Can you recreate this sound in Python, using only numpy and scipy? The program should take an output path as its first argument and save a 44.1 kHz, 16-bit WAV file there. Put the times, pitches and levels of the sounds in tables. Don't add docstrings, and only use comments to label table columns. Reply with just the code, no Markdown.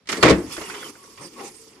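import sys
import numpy as np
from scipy import signal
from scipy.io import wavfile

SR = 44100
rng = np.random.default_rng(int(sys.argv[2]) if len(sys.argv) > 2 else 0)


def unload_wav(signal):
    wavfile.write(
        sys.argv[1],
        SR,
        np.round(np.clip(np.atleast_2d(signal).T, -1, 1) * 32767).astype(np.int16),
    )


N = 79380

# (time [s], panel boom [dB], clank [dB], sizzle [dB], chatter length [s], at least 0.001)
BLOWS = [(0.057, -79, -54, -59, 0.0024), (0.072, -64, -44, -38, 0.0043), (0.089, -51, -24.5, -26.5, 0.014),
         (0.118, -28.5, -45, -23.5, 0.005), (0.1255, -49, -22, -26.5, 0.0083),
         (0.17, -39, -34, -32.5, 0.008), (0.18, -30, -43, -42, 0.0085), (0.2272, -14, -7.5, -15, .012),
         (0.24, -14.5, -16.5, -23.5, 0.033), (0.28, -15.5, -13.5, -25, 0.011),
         (0.295, -16, -19.5, -20, 0.018), (0.302, -10.5, -28, -38.5, 0.024),
         (0.567, -42.5, -30, -30, 0.0017), (0.58, -29, -31.5, -49, 0.0035), (0.612, -37, -37.5, -39, 0.014),
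         (0.699, -64, -28.5, -43, 0.0096), (0.74, -58, -34, -42, 0.018), (.828, -59, -33, -51, 0.0095),
         (0.954, -54.5, -43, -69, 0.0034), (1.039, -62, -48, -74, 0.008)]
# (time [s], panel boom [dB], clank [dB], sizzle [dB])
RUBBING = [(0, -62, -67, -76), (.07, -93, -90, -80), (.095, -33, -57, -38.5), (.2, -38, -41.5, -41.5),
           (.33, -54, -22, -43), (.38, -23.5, -52.5, -45.5), (.47, -45.5, -53, -47), (.49, -46, -48, -46),
           (.525, -50, -37, -33), (.56, -52, -46, -40), (.62, -41, -39.5, -40.5), (.78, -46.5, -41, -43),
           (.86, -44.5, -45, -42.5), (.905, -43.5, -49.5, -42), (.92, -54.5, -56, -51),
           (1.174, -56, -62, -51), (1.177, -58, -44, -49), (1.205, -50, -51, -50), (1.225, -40, -44, -47),
           (1.275, -43, -54, -44), (1.295, -55, -63, -51), (1.36, -47.5, -57, -51), (1.405, -39, -39, -47),
           (1.45, -37, -47.5, -40.5), (1.485, -48, -50.5, -43.5), (1.51, -49, -57.5, -50),
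           (1.59, -62, -61, -48.5), (1.68, -54, -63.5, -51), (1.8, -53, -56.5, -62)]
RANGE_HZ = [300, 1400, 6000]
# (frequency [Hz], level [dB per Hz])
STEEL_COLOUR = [(40, -29), (183, -15), (235, -14), (325, -4), (704, -12), (1080, -11), (1560, -13),
                (2010, -9), (3470, -21.5), (4570, -19.5), (9180, -29.5), (15500, -69.5)]
# (frequency [Hz], level [dB per Hz])
RUB_COLOUR = [(40, -47), (140, -10.5), (220, -2), (330, 4), (440, 5.5), (650, -19), (830, -12), (1120, -6),
              (1600, -20), (2200, -10), (3800, -28), (5500, -18), (7000, -26.5), (8900, -23),
              (11500, -27.5), (15500, -52)]
# (frequency [Hz], time [s])
DYING = [(60, 1), (300, 0.46), (700, 0.31), (1500, 0.36), (3000, 0.18), (6000, 0.12), (12000, 0.078)]
# (frequency [Hz], level [dB], ring time [s])
PANEL_NOTES = [(65, -16, 0.3), (100.8, -13, 0.25), (126.3, -12, 0.2), (187.9, -7, 0.22), (268.6, -8, 0.1),
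               (326, -5, 0.1), (367, -5, 0.1), (422, -13, 0.067), (460.4, -11, 0.5), (498.8, -7, 0.12),
               (639.5, -8, 0.091), (1099.5, -9, 0.088), (1287, -11, 0.092), (2058, -10, 0.028),
               (2354, -7, 0.02)]
# (time [s], length [s], start pitch [Hz], end pitch [Hz], level [dB])
SQUEAKS = [(.208, .022, 4480, 4500, -37), (.512, .03, 5300, 5000, -40), (.52, .07, 3400, 3330, -43),
           (.635, .05, 2880, 2850, -42), (.705, .05, 2450, 2650, -44), (.745, .05, 3000, 3150, -43),
           (.795, .05, 3450, 3300, -42), (.84, .045, 3150, 3000, -42.5), (.98, .19, 1130, 1120, -53.5),
           (1.03, .07, 5850, 5830, -57), (1.172, .1, 1090, 990, -47), (1.21, .075, 8500, 8700, -47),
           (1.21, .07, 5900, 5500, -48), (1.24, .05, 5050, 4600, -46), (1.36, .11, 1100, 1120, -46),
           (1.395, .105, 815, 795, -41), (1.54, .08, 8400, 8900, -52), (1.59, .13, 450, 440, -52.5),
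           (1.19, .1, 120, 190, -47)]
# (frequency [Hz], likeness [0 to 1])
LIKENESS = [(60, 0.85), (180, 1), (550, 0.89), (1000, 0.4), (4970, 0.02), (15000, 0.21)]
# (frequency [Hz], left minus right [dB])
LEAN = [(60, 2), (180, 2.5), (550, 1), (1650, -2.5), (4970, -7), (15000, -3)]
# (frequency [Hz], level [dB per Hz])
AIR_COLOUR = [(30, -4), (169, -7), (246, -7.5), (329, -26), (410, -15), (683, -22.5), (6000, -27),
              (7800, -78)]

AIR_DB = -62
LIFT_S = .45
STEEL_NOISE_DB, CLATTER_DB = -2, -6
QUICK_SHARE, TAIL_POWER = .25, .35
HELD_SHARE = .2
FREE_RING_DB, HELD_RING_DB, FREE_SHARE = -.5, -10, .73
KNOCK_DB = 2
GRAINS_PER_S, GRAIN_SPREAD_DB = 2500, 3.0
GRIT_PER_S, GRIT_DB = 300, -10
PATCHY_DB = 2.2
SQUEAK_FLUTTER_DB = 3.5
ROUGH_HZ, ROUGH_SHARE = 10, .022
MIC_LOW_HZ, CUTOFF_HZ = 46, 16000
CEILING = .92


def from_db(db):
    return 10 ** (np.asarray(db) / 20)


def rms_one(x):
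    return x / np.sqrt(np.mean(x ** 2) + 1e-20)


def in_time(rows):
    seconds, *columns = np.transpose(rows)
    return np.array([np.interp(np.arange(N) / SR, seconds, column) for column in columns])


def at_hz(points, hz):
    table = np.array(points)
    return np.interp(np.log(hz), np.log(table[:, 0]), table[:, 1])


def drift(rate):
    r = np.exp(-80 * np.pi * rate / SR)
    noise = rng.standard_normal(N // 40 + 2002)
    slow = signal.lfilter([1], [1, -2 * r, r * r], noise)[2000:]
    return np.interp(np.arange(N) / 40, np.arange(len(slow)), rms_one(slow))


def grains(per_s):
    size_db = GRAIN_SPREAD_DB * np.minimum(rng.exponential(1, (2, N)), 5)
    sizes = from_db(size_db) * rng.choice([-1, 1], (2, N))
    return rms_one(sizes * (rng.random((2, N)) < per_s / SR))


def to_sides(mid, side, hz):
    opposite = np.array([[1], [-1]])
    alike = np.clip(at_hz(LIKENESS, hz), 0, 1)
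    lean = from_db(at_hz(LEAN, hz) / 2 * opposite)
    return lean * (np.sqrt(1 + alike) * mid + np.sqrt(1 - alike) * side * opposite) / np.sqrt(2)


def bands(spectrum, grit=0):
    edges = 35 * 2 ** (np.arange(28) / 3)
    white = rng.standard_normal((2, 2, N)) + grit
    for k, (low, high) in enumerate(zip(edges, edges[1:])):
        band = signal.butter(3, [low, high], "band", fs=SR, output="sos")
        mid, side = signal.sosfilt(band, white[k % 2])
        hz = np.sqrt(low * high)
        yield hz, from_db(at_hz(spectrum, hz)) * to_sides(mid, side, hz)


def range_scale(hz, power):
    part = np.digitize(hz, [650, 2750])
    return 1 / np.sqrt(np.bincount(part, power, 3)[part])


def scaled_bands(spectrum, grit=0):
    parts = list(bands(spectrum, grit))
    scale = range_scale([hz for hz, _ in parts], [np.mean(x ** 2) for _, x in parts])
    return [(hz, gain * x) for (hz, x), gain in zip(parts, scale)]


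def range_at(power, hz):
    place = np.interp(np.log(hz), np.log(RANGE_HZ), [0, 1, 2])
    weights = np.clip(1 - np.abs(place - np.arange(3)), 0, 1)
    return np.exp(weights @ np.log(power + 1e-12))


def blow_power(blows):
    power, t = np.zeros((3, N)), np.arange(N) / SR
    for start, *dbs, length in blows:
        rise = np.clip((t - start) / .0005, 0, 1)
        fall = np.clip((start + max(length, .001) - t) / .001, 0, 1)
        power += from_db(dbs)[:, None] ** 2 * rise * fall
    return power


def dying(power, t60):
    slope = 6 * np.log(10) / (t60 * SR) * np.arange(N)
    return np.exp(np.maximum.accumulate(np.log(power) + slope) - slope)


def open_air():
    return from_db(AIR_DB) * rms_one(sum(x for _, x in bands(AIR_COLOUR)))


def squeak():
    out, t = 0, np.arange(N) / SR
    for start, length, start_hz, end_hz, db in SQUEAKS:
        along = np.clip((t - start) / length, 0, 1)
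        roughness = (ROUGH_HZ + ROUGH_SHARE * start_hz) * drift(500)
        hz = start_hz + (end_hz - start_hz) * along + roughness
        swell = np.sqrt(np.sin(np.pi * np.sqrt(along)).clip(0))
        tone = swell * np.sin(2 * np.pi * np.cumsum(hz) / SR)
        level = from_db(db + SQUEAK_FLUTTER_DB * drift(80))
        out = out + level * to_sides(tone, np.roll(tone, -3), start_hz)
    return out


def rasp(rub):
    together, out = drift(20.0), 0
    for hz, x in scaled_bands(RUB_COLOUR, from_db(GRIT_DB) * grains(GRIT_PER_S)):
        patches = from_db(PATCHY_DB * (0.3 * together + drift(28.4)))
        out = out + x * np.sqrt(range_at(rub, hz)) * patches
    return out


def knocks():
    out = 0
    for column, hz, cycles in ((1, 343, 2.3), (2, 1480, 8.8)):
        clicks = np.zeros(N)
        for blow in BLOWS:
            if blow[0] >= LIFT_S:
                clicks[int(blow[0] * SR)] = from_db(blow[column] + KNOCK_DB)
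        r, w = from_db(-60 * hz / (4 * cycles * SR)), 2 * np.pi * hz / SR
        ring = signal.lfilter([0, np.sin(w)], [1, -2 * r * np.cos(w), r * r], clicks + 1e-18)
        out = out + to_sides(ring, np.roll(ring, -8), hz)
    return out


def steel_modes(contact, share):
    chatter, out = grains(GRAINS_PER_S), 0
    for hz, db, t60 in PANEL_NOTES:
        r, w = from_db(-60 / (share * t60 * SR)), 2 * np.pi * hz / SR
        drive = np.roll(chatter, rng.integers(N), axis=1) * np.sqrt(range_at(contact, hz))
        strength = np.sin(w) * np.sqrt(2 * (1 - r * r))
        mid, side = signal.lfilter([0, strength], [1, -2 * r * np.cos(w), r * r], drive)
        out = out + from_db(db) * to_sides(mid, side, hz)
    return out


def steel_noise(free, held):
    out = 0
    for hz, x in scaled_bands(STEEL_COLOUR, from_db(CLATTER_DB) * grains(GRIT_PER_S)):
        t60 = at_hz(DYING, hz)
        free_here, held_here = range_at(free, hz), range_at(held, hz)
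        quick = dying(free_here, QUICK_SHARE * t60)
        tail = TAIL_POWER * dying(free_here, t60)
        gripped = dying(held_here, HELD_SHARE * t60)
        out = out + x * np.sqrt(quick + tail + gripped)
    return from_db(STEEL_NOISE_DB) * out


def scene():
    free = blow_power([blow for blow in BLOWS if blow[0] < LIFT_S])
    held = blow_power([blow for blow in BLOWS if blow[0] >= LIFT_S])
    rub = from_db(in_time(RUBBING)) ** 2
    free_rings = from_db(FREE_RING_DB) * steel_modes(free, FREE_SHARE)
    held_rings = from_db(HELD_RING_DB) * steel_modes(held, HELD_SHARE)
    rings = free_rings + held_rings
    air = open_air()
    return steel_noise(free, held) + rasp(rub) + rings + knocks() + squeak() + air


def record(dry):
    low_cut = signal.butter(2, MIC_LOW_HZ, "high", fs=SR, output="sos")
    top_cut = signal.cheby2(16, 70, CUTOFF_HZ, fs=SR, output="sos")
    rounded = CEILING * np.tanh(signal.sosfilt(low_cut, dry) / CEILING)
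    return signal.sosfilt(top_cut, rounded)


dry = scene()
out = record(dry)
unload_wav(out)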